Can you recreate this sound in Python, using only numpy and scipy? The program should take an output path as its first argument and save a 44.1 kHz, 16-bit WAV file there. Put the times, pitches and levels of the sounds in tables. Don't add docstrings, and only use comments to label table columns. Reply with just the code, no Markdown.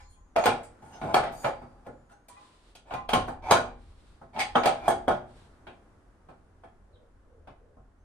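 import sys
import numpy as np
from scipy import signal
from scipy.fft import rfft, irfft, next_fast_len
from scipy.io import wavfile
from scipy.ndimage import uniform_filter1d, map_coordinates

SR = 44100
rng = np.random.default_rng(int(sys.argv[2]) if len(sys.argv) > 2 else 0)


def write(x):
    x = np.atleast_2d(x).T
    wavfile.write(sys.argv[1], SR, np.round(np.clip(x, -1, 1) * 32767).astype(np.int16))


N = 354563

# pitch_hz, level_db
METAL_MODES = [(103, -16.5), (134, -14.5), (243, -8.5), (361, -10.5), (469, -13), (537, -11.5), (605, -7),
               (673, -1), (748, 0), (808, -2), (840, -2), (909, -8.5), (1056, -5.5), (1293, -6),
               (1441, -5.5), (1583, -18), (1722, -11.5), (1940, -22.5), (2215, -14.5)]
# freq_hz, density_db
DENSE_SPECTRUM = [(40, -19), (110, -9), (300, -7.5), (480, -7), (740, -3), (1000, -10), (1500, -12.5),
                  (1900, -19.5), (3200, -23.5), (5000, -28.5), (7000, -32.5), (9000, -27.5), (11500, -41.5),
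                  (13500, -31), (15500, -47.5)]
# pitch_hz, boost_db
JAW_MODES = [(2360, 5), (2820, -0.5), (3090, 0), (3290, 3), (3850, 2.5), (4700, 5), (5640, 0.5),
             (6500, 5.5), (7480, -0.5), (7920, 0), (8280, 4), (9700, 5.5)]
# freq_hz, gain_db
CRACK_TILT = [(300, 0), (1500, 2), (3000, 4), (9000, 3)]
# freq_hz, t60_s
YARD_DECAY = [(60, 0.4), (250, 0.44), (700, 0.38), (2000, 0.37), (5000, 0.31), (9000, 0.27), (13500, 0.088),
              (16000, 0.044)]
# freq_hz, side_over_mid_db
STEREO_WIDTH = [(50, -16.5), (130, -16.5), (300, -10), (700, -3.5), (1400, -3), (2800, 0.5), (5500, -1),
                (12000, -1)]
# seat_s, length_s, level_db
SLIDES = [(1.459, 0.026, -29.5), (1.866, 0.034, -57.5), (2.928, 0.073, -46.5), (3.512, 0.091, -34.5),
          (4.393, 0.062, -38.5), (4.657, 0.035, -34), (4.886, 0.11, -41.5)]
# start_s, length_s, level_db, clank_db, chink_db, jaw_hz
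RUBS = [(0.0, 0.012, -51.5, 18.5, 16, 1640), (0.087, 0.048, -68, 26, 48, 9600),
        (0.629, 0.022, -50.5, 10.5, 23, 8100), (0.819, 0.38, -54, 3, 11.5, 840),
        (0.93, 0.049, -47.5, 2, -11, 6250), (1.02, 0.14, -36, -3.5, -5.5, 2350),
        (1.219, 0.058, -35.5, 3.5, -13, 2000), (1.32, 0.16, -50.5, 3, 20.5, 13000),
        (1.606, 0.26, -65, -10, -6.5, 1100), (2.092, 0.037, -55, 5.5, 10, 1460),
        (3.275, 0.025, -38, -20, 1, 2220), (4.388, 0.019, -26.5, 17.5, 18, 1970),
        (4.387, 0.021, -32.5, 14, 17.5, 4830)]
# start_s, length_s, level_db, pitch_hz, t60_s
METAL_TONES = [(0.0, 0.11, -66, 6830, 0.75), (0.0, 0.035, -67, 5060, 0.26), (0.02, 0.11, -70, 4260, 0.24),
               (0.11, 0.04, -72, 3275, 0.3), (0.919, 0.048, -57.5, 6160, 0.2),
               (0.923, 0.036, -59, 5180, 0.15), (0.918, 0.03, -56, 2860, 0.15),
               (1.337, 0.1, -59.5, 4700, 0.78), (1.361, 0.12, -55.5, 6780, 0.21),
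               (2.92, 0.063, -67, 6600, 0.21), (0.406, 0.045, -46, 6600, 0.2),
               (3.546, 0.03, -26, 1443, 0.16), (4.397, 0.021, -22.5, 2225, 0.089),
               (4.561, 0.05, -53, 6550, 0.28), (4.89, 0.03, -42, 3300, 0.2)]
# start_s, level_db, pitch_ratio
LIFTS = [(0.0, -59, 0.96), (0.16, -65.5, 0.98), (2.296, -54, 0.93), (2.365, -51.5, 0.98),
         (2.941, -36, 0.98)]
# pitch_hz, level_db, t60_s
SPANNER_MODES = [(848, -8, 0.5), (1054, -1.5, 0.65), (1200, -10, 0.5), (1370, -16, 0.32),
                 (2040, -12.5, 0.28), (2500, -11, 0.26)]
# freq_hz, density_db
AIR_SPECTRUM = [(20, -8), (31, -6), (41, 6), (58, -7.5), (85, -2.5), (130, -18), (250, -16.5), (525, -23),
                (800, -24.5), (1500, -28), (2400, -40.5), (4000, -46.5), (10000, -48.5), (15000, -74)]
# time_s, level_db
RUMBLE_LEVEL = [(0, -53.5), (0.8, -74), (1.1, -51.5), (2.4, -70.5), (3.5, -49), (4.3, -59), (6.4, -60.5),
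                (7.3, -56), (8.04, -60)]
# time_s, level_db
HUSH_LEVEL = [(0, -70.5), (0.3, -65.5), (0.8, -58), (1.7, -60), (2.6, -68.5), (5.6, -59.5), (6.2, -63.5),
              (7.3, -66), (8.04, -67.5)]
# time_s, pitch_hz
WHISTLE_GLIDES = [
    [(0.11, 6560), (0.2, 6600), (0.28, 6400), (0.36, 5700)],
    [(1.83, 5600), (1.92, 7000), (2.03, 7130), (2.11, 6500), (2.21, 6500), (2.3, 6600)],
    [(7.97, 5780), (8.06, 6600)],
]
# start_s, level_db,
# thud_db, middle_db, clank_db, chink_db, snap_db, case_hz, case_db, jaw_hz, jaw_db
KNOCKS = [(0.361, -18, -10.5, 0, -2.5, -6, -1, 644, 6.5, 2510, 9.5),
          (0.383, -29.5, -4.5, 2.5, -1, 1.5, -1, 690, 8, 6840, 12.5),
          (0.438, -29, -18.5, 6.5, 9.5, 6, 0, 710, 3, 2400, 12.5),
          (0.457, -16, -10.5, -7.5, -4.5, 4.5, 4, 490, 7.5, 4670, 0.5),
          (0.465, -19.5, -9, 5, 7.5, -6.5, 2, 680, 2.5, 1380, 11.5),
          (0.486, -23, 1, -7.5, -11.5, -7.5, 6, 817, 2, 2820, 25.5),
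          (1.143, -13.5, -9.5, 0, -1, -1, 1.5, 676, 1.5, 4300, 6),
          (1.166, -23.5, 2, 3, -1, -1.5, 5.5, 780, 0.5, 2400, 6),
          (1.444, -21.5, -9.5, 3, 0, -15, -6, 563, 10, 3240, 4.5),
          (1.865, -32, 3, -15, -21, -13, -0.5, 520, 9, 1710, 8),
          (2.907, -37, -15, 8, 3, -12, -0.5, 835, 1.5, 2350, 8.5),
          (2.937, -35, 6.5, -2, 1.5, 1, 7.5, 853, 4, 2360, 13.5),
          (2.945, -36, 5.5, -2, -4, -20.5, 6, 823, 10, 3220, 4.5),
          (3.09, -28.5, -10.5, 3, 7, 5, 1.5, 747, 3, 3290, 8.5),
          (3.133, -16.5, 3.5, -1, 3, 3.5, 1, 1079, 9.5, 3200, 11.5),
          (3.51, -13.5, -3, 2.5, 6, 6, 1.5, 881, 1.5, 6400, 9),
          (3.519, -16.5, -1.5, 2.5, -2, 2.5, 3, 1020, 7.5, 1670, 11),
          (3.57, -30, -8.5, 1, -10.5, -11.5, 8, 1440, 8, 1450, 12.5),
          (4.362, -39, -9, -4.5, 10, -11.5, 5, 829, 11.5, 2240, 8.5),
          (4.402, -36, -9, -5, 19.5, -1, -3, 820, 18.5, 2280, 17),
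          (4.454, -47.5, -7.5, 1.5, -3.5, -6.5, 8.5, 842, 17.5, 2280, 8.5),
          (4.554, -15.5, -3, 2.5, -3, -8.5, -4, 578, 4, 3180, 19.5),
          (4.634, -21, -20, -3.5, 4, -6.5, -3, 761, -2, 3930, -3),
          (4.657, -16.5, -7.5, 0, 4, 1.5, 1.5, 772, 6, 2380, -4.5),
          (4.672, -29.5, -7, 4, 6.5, -1, 10, 560, 4, 4640, 12.5),
          (4.88, -16, -5.5, -1, -14, 2, 2, 781, 7, 3250, 19),
          (4.905, -28, -5.5, -7, -5, 2.5, 7, 750, 8.5, 1430, -4.5),
          (5.08, -17, -1, 0.5, -12.5, -8, 2.5, 585, 5, 3200, 20),
          (5.111, -38.5, 0, 2, 8, 1.5, 3, 1420, 16, 1590, 5)]
# start_s, level_db, thud_db, clank_db
JERKS = [(0.826, -46, 11.5, -11), (1.014, -31, 7, -1), (1.038, -30.5, 11.5, -14), (1.066, -42, -1, -13),
         (1.094, -37, 13, -20), (1.233, -25, -16, -5), (1.315, -38.5, 4, -2), (1.617, -39.5, 3.5, -15),
         (1.634, -54, 14, -16), (3.281, -27.5, 1, -10.5), (4.214, -43, 7.5, -16.5), (5.668, -37.5, -0.5, 2),
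         (6.286, -43, 5.5, -9), (6.635, -43, -0.5, -8), (7.472, -41.5, 3, -5), (7.768, -53, 14, -26)]
# start_s, length_s, level_db
TURNS = [(2.278, 0.52, -62), (3.757, 0.57, -67), (5.258, 0.35, -65)]
# freq_hz, density_db
THREAD_SPECTRUM = [(500, 11.5), (1000, 8.5), (2200, 4), (4000, 5.5), (6200, -5), (9000, -0.5), (11500, -16),
                   (15000, -42)]
# start_s, level_db, clank_db, chink_db
TICKS = [(2.283, -52.5, 6.5, 24), (2.751, -50, 15, 15.5)]
# start_s, length_s, level_db, centre_hz
SWISHES = [(6.872, 0.25, -62.5, 517), (7.232, 0.27, -64, 480), (7.529, 0.33, -64.5, 470)]
CHIRP_HZ = [4650, 3920, 3800, 3150, 2950]


def amp(db):
    return 10 ** (np.asarray(db) / 20)


def unit(x):
    return x / np.sqrt(np.mean(x ** 2) + 1e-20)


def along(points, hz):
    points_hz, values = np.transpose(points)
    return np.interp(np.log(hz + 1), np.log(points_hz + 1), values)


def bell(hz, centre_hz, width):
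    return 1 / (1 + ((hz / centre_hz - 1) / width) ** 2)


def filtered(x, response):
    n = x.shape[-1]
    size = next_fast_len(n + 8192)
    return irfft(rfft(x, size) * response(np.fft.rfftfreq(size, 1 / SR)), size)[..., :n]


def add(track, start_s, sound):
    part = track[:, max(0, round(start_s * SR)):][:, :sound.shape[1]]
    part += sound[:, :part.shape[1]]


def stereo_noise(n, spectrum):
    def response(hz):
        width = amp(along(STEREO_WIDTH, hz))
        return amp(along(spectrum, hz)) * np.array([np.ones_like(hz), width]) / np.hypot(1, width)
    mid, side = filtered(rng.standard_normal((2, n)), response)
    return unit(np.array([mid + side, mid - side]))


def drift(smooth_samples):
    return unit(uniform_filter1d(rng.standard_normal((2, SR)), size=smooth_samples))


def yard_decay(x):
    hz, t, bands = signal.stft(x, SR, nperseg=256)
    fade = amp(-60 * t / along(YARD_DECAY, hz)[:, None])
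    return signal.istft(bands * fade, SR, nperseg=256)[1][:, :x.shape[1]]


def pulse(colour_db, size=2048):
    cepstrum = irfft(np.log(amp(colour_db(np.fft.rfftfreq(size, 1 / SR)))))
    cepstrum[1:size // 2] *= 2
    cepstrum[size // 2 + 1:] = 0
    return irfft(np.exp(rfft(cepstrum)))


def contact_ripple_db(hz, depth_db=3.5, spacing_hz=130):
    knots = rng.standard_normal(1024)
    ripple = np.interp(hz / spacing_hz, np.arange(len(knots)), knots)
    return depth_db * ripple * hz ** 2 / (hz ** 2 + 1200 ** 2)


def crack(panel_hz=760, panel_db=9, rattle=0.12, rattle_s=0.0046):
    t = np.arange(SR // 64) / SR
    force = rattle * np.exp(-t / rattle_s) * rng.standard_normal(len(t))
    force[0] = 1
    panel = pulse(lambda f: along(DENSE_SPECTRUM, f) + panel_db * bell(f, panel_hz, 0.57)
                  + along(CRACK_TILT, f))
    sound = np.convolve(force, panel)
    return unit(np.array([sound, np.roll(sound, 3)]))


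def metal_ring(t60_at_700hz_s=0.4, scatter_db=3.5, detune=0.0051):
    t = np.arange(SR // 2, dtype=np.float32) / SR
    hz, db = np.float32(METAL_MODES).T
    t60_s = t60_at_700hz_s * (700 / hz) ** 0.46
    level_draw, pitch_draw, phase_draw = rng.standard_normal((3, len(hz), 1)).astype(np.float32)
    fade = amp(db[:, None] + scatter_db * level_draw - 60 * t / t60_s[:, None])
    phase = 2 * np.pi * (hz[:, None] * (1 + detune * pitch_draw) * t + phase_draw)
    spread_rad = np.arctan(amp(along(STEREO_WIDTH, hz))) * rng.choice([-1, 1], len(hz))
    mid = np.cos(spread_rad) @ (fade * np.sin(phase))
    side = np.sin(spread_rad) @ (fade * np.cos(phase))
    return np.array([mid + side, mid - side])


def contact(tone_db, ring_db, snap_db, jaw_note_db=np.zeros_like,
            dense_db=-3, direct_db=-9, build_s=0.0005, walls_s=0.061):
    ring = amp(ring_db) * metal_ring()
    t = np.arange(ring.shape[1]) / SR
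    ring += amp(dense_db) * yard_decay(stereo_noise(len(t), DENSE_SPECTRUM))
    step_db = -3 * t ** 4 / (t ** 4 + walls_s ** 4)
    ring *= (1 - np.exp(-t / build_s)) * amp(step_db)
    colour_db = lambda f: tone_db(f) + sum(db * bell(f, hz, 0.031) for hz, db in JAW_MODES)
    echo_filter = pulse(lambda f: colour_db(f) + 0.59 * jaw_note_db(f), size=4096)
    sound = signal.fftconvolve(ring, echo_filter[None], axes=1)
    direct = amp(direct_db + snap_db) * crack()
    direct_filter = pulse(lambda f: colour_db(f) + jaw_note_db(f), size=4096)
    add(sound, 0, signal.fftconvolve(direct, direct_filter[None], axes=1))
    return sound


def scrape(length_s, db, swell_db, clank_db, chink_db, jaw_hz, slips_per_s=520, case_hz=840):
    ramp = np.linspace(-0.5, 0.5, max(64, round(length_s * SR)))
    slipping = rng.random(SR)[:len(ramp)] < slips_per_s / SR
    force = rng.standard_normal(SR)[:len(ramp)]
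    slips = slipping * np.sign(force) * amp(0.5 * np.abs(force))
    tilt = [(1000, 0), (2000, clank_db), (4000, clank_db), (8000, chink_db), (14000, chink_db - 7)]
    favoured_db = lambda f: 9 * bell(f, jaw_hz, 0.069) + 7 * bell(f, case_hz, 0.11)
    tone_db = lambda f: along(tilt, f) + favoured_db(f) + contact_ripple_db(f)
    ring = contact(tone_db, ring_db=-8, snap_db=-1)
    stroke = unit(slips) * amp(db + swell_db * ramp)
    return signal.fftconvolve(stroke[None], ring, axes=1) / np.linalg.norm(ring[0])


def jaw_scrapes():
    track = np.zeros((2, N))
    for seat_s, length_s, db in SLIDES:
        slide = scrape(length_s, db, swell_db=18.5, clank_db=-0.5, chink_db=-4, jaw_hz=2330)
        add(track, seat_s - length_s, slide)
    for start_s, length_s, db, clank_db, chink_db, jaw_hz in RUBS:
        add(track, start_s, scrape(length_s, db, 0, clank_db, chink_db, jaw_hz))
    return track


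def metal_tones(waver_rad=1.9, rise_s=0.015):
    track, t = np.zeros((2, N)), np.arange(SR) / SR
    for start_s, length_s, db, hz, t60_s in METAL_TONES:
        fade = amp(db - 60 * np.maximum(t - length_s, 0) / t60_s) * (1 - np.exp(-t / rise_s))
        add(track, start_s, fade * np.sin(2 * np.pi * hz * t + waver_rad * drift(700)))
    return track


def spanner_ring(width_hz=20, attack_s=0.001):
    track, t = np.zeros((2, N)), np.arange(SR // 2) / SR
    attack = 1 - np.exp(-t / attack_s)
    for start_s, db, pitch_ratio in LIFTS:
        for hz, mode_db, t60_s in SPANNER_MODES:
            band = lambda f: np.exp(-((f - pitch_ratio * hz) / width_hz) ** 2)
            mode = unit(filtered(rng.standard_normal((2, len(t))), band))
            add(track, start_s, amp(db + mode_db - 60 * t / t60_s) * attack * mode)
    return track


def outdoor_air(split_hz=140, shake_db=-31.5, rise_db_per_s=102.5, fall_db_per_s=34):
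    t = np.arange(N) / SR
    rumble_power = amp(np.interp(t, *np.transpose(RUMBLE_LEVEL))) ** 2
    for start_s, db, thud_db, *_ in KNOCKS:
        away_db = np.maximum(rise_db_per_s * (start_s - t), fall_db_per_s * (t - start_s))
        rumble_power += amp(db + thud_db + shake_db - away_db) ** 2
    lowpass = lambda hz: 1 / np.hypot(1, (hz / split_hz) ** 2)
    highpass = lambda hz: hz ** 2 / np.hypot(hz ** 2, split_hz ** 2)
    rumble = unit(filtered(stereo_noise(N, AIR_SPECTRUM), lowpass))
    hush = unit(filtered(stereo_noise(N, AIR_SPECTRUM), highpass))
    return np.sqrt(rumble_power) * rumble + amp(np.interp(t, *np.transpose(HUSH_LEVEL))) * hush


def whistles(db=-85, fade_s=0.034, flutter_db=3):
    track = np.zeros((2, N))
    for glide in WHISTLE_GLIDES:
        times_s, hz = np.transpose(glide)
        t = np.arange(times_s[0], times_s[-1], 1 / SR)
        pitch_hz = uniform_filter1d(np.interp(t, times_s, hz), size=2000)
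        swell = np.clip(np.minimum(t - times_s[0], times_s[-1] - t) / fade_s, 0, 1)
        gain = amp(db + flutter_db * drift(1200)[:, :len(t)])
        add(track, times_s[0], gain * swell * np.sin(2 * np.pi * np.cumsum(pitch_hz) / SR))
    return track


def blow(db, thud_db, clank_db, chink_db, snap_db, ring_db=-6.5,
         favoured_db=np.zeros_like, jaw_note_db=np.zeros_like, hard_db=-18, hard_onset_s=0.00057):
    treble_db = chink_db - 2.5
    tilt = [(170, thud_db), (500, 0), (1400, 0), (3000, clank_db + 3), (4800, (clank_db + chink_db) / 2),
            (8000, treble_db), (14000, treble_db + 0.048 * (db - hard_db))]
    tone_db = lambda f: along(tilt, f) + favoured_db(f) + contact_ripple_db(f)
    sound = amp(db - 4) * contact(tone_db, ring_db, snap_db, jaw_note_db)
    t = np.arange(1, sound.shape[1] + 1) / SR
    onset_s = hard_onset_s * amp((hard_db - db) / 2)
    return sound * (1 - np.exp(-t / onset_s))


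def jaw_knocks(lead_in_db=-21, lead_in_s=0.0043, rebound_s=0.018, rebound_db=-9, dull_db=-7):
    track = np.zeros((2, N))
    for start_s, db, thud_db, middle_db, clank_db, chink_db, snap_db, *resonances in KNOCKS:
        case_hz, case_db, jaw_hz, jaw_db = resonances
        favoured_db = lambda f: case_db * bell(f, case_hz, 0.073) + middle_db * bell(f, 1100, 0.25)
        strike = blow(db, thud_db, clank_db, chink_db, snap_db, favoured_db=favoured_db,
                      jaw_note_db=lambda f: jaw_db * bell(f, jaw_hz, 0.045))
        rebound = blow(db + rebound_db, thud_db, clank_db + dull_db, chink_db + dull_db, snap_db,
                       favoured_db=favoured_db)
        add(track, start_s - lead_in_s, amp(lead_in_db) * strike)
        add(track, start_s, strike)
        add(track, start_s + rebound_s * (1 + 0.35 * rng.uniform(-1, 1)), rebound)
    return track


def nut_jerks():
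    track = np.zeros((2, N))
    for start_s, db, thud_db, clank_db in JERKS:
        add(track, start_s, blow(db, thud_db, clank_db, chink_db=-9.5, snap_db=-2.5, ring_db=-9))
    return track


def thread_hiss(rise_s=0.064, fall_s=0.19, uneven_db=2, catches_per_s=25):
    track = np.zeros((2, N))
    for start_s, length_s, db in TURNS:
        t = np.arange(round(length_s * SR)) / SR
        swing = np.clip(np.minimum(t / rise_s, (length_s - t) / fall_s), 0, 1)
        grip_db = uneven_db * map_coordinates(rng.standard_normal(128), [t * catches_per_s])
        hiss = stereo_noise(SR, THREAD_SPECTRUM)[:, :len(t)]
        add(track, start_s, amp(db + grip_db) * swing * hiss)
    return track


def tip_ticks(thud_db=1.5):
    track = np.zeros((2, N))
    for start_s, db, clank_db, chink_db in TICKS:
        add(track, start_s, blow(db, thud_db, clank_db, chink_db, snap_db=6, ring_db=-9))
    return track


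def swishes(width=0.23):
    track = np.zeros((2, N))
    for start_s, length_s, db, centre_hz in SWISHES:
        arch = np.sin(np.linspace(0, np.pi, round(length_s * SR)))
        band = lambda hz: bell(hz, centre_hz, width) * np.minimum(hz / centre_hz, 1) ** 2
        hollow = unit(filtered(stereo_noise(SR, AIR_SPECTRUM), band))
        add(track, start_s, amp(db) * arch * hollow[:, :len(arch)])
    return track


def bird(start_s=6.92, length_s=0.049, db=-68):
    track, progress = np.zeros((2, N)), np.linspace(0, 1, round(length_s * SR))
    pitch_hz = np.interp(progress, np.linspace(0, 1, len(CHIRP_HZ)), CHIRP_HZ)
    chirp = amp(db) * np.sin(np.pi * progress) * np.sin(2 * np.pi * np.cumsum(pitch_hz) / SR)
    tail = yard_decay(rng.standard_normal((2, SR // 2)))
    add(track, start_s, signal.fftconvolve(chirp[None], tail, axes=1) / np.linalg.norm(tail[0]))
    return track


def scene():
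    impacts = jaw_knocks() + nut_jerks() + tip_ticks()
    work = impacts + jaw_scrapes() + metal_tones() + thread_hiss() + spanner_ring()
    return work + bird() + whistles() + swishes() + outdoor_air()


def record(dry, top_hz=15500):
    rounded = dry / (1 + dry ** 4) ** (1 / 4)
    return filtered(rounded, lambda hz: 1 / (1 + (hz / top_hz) ** 120))


dry = scene()
out = record(dry)
write(out)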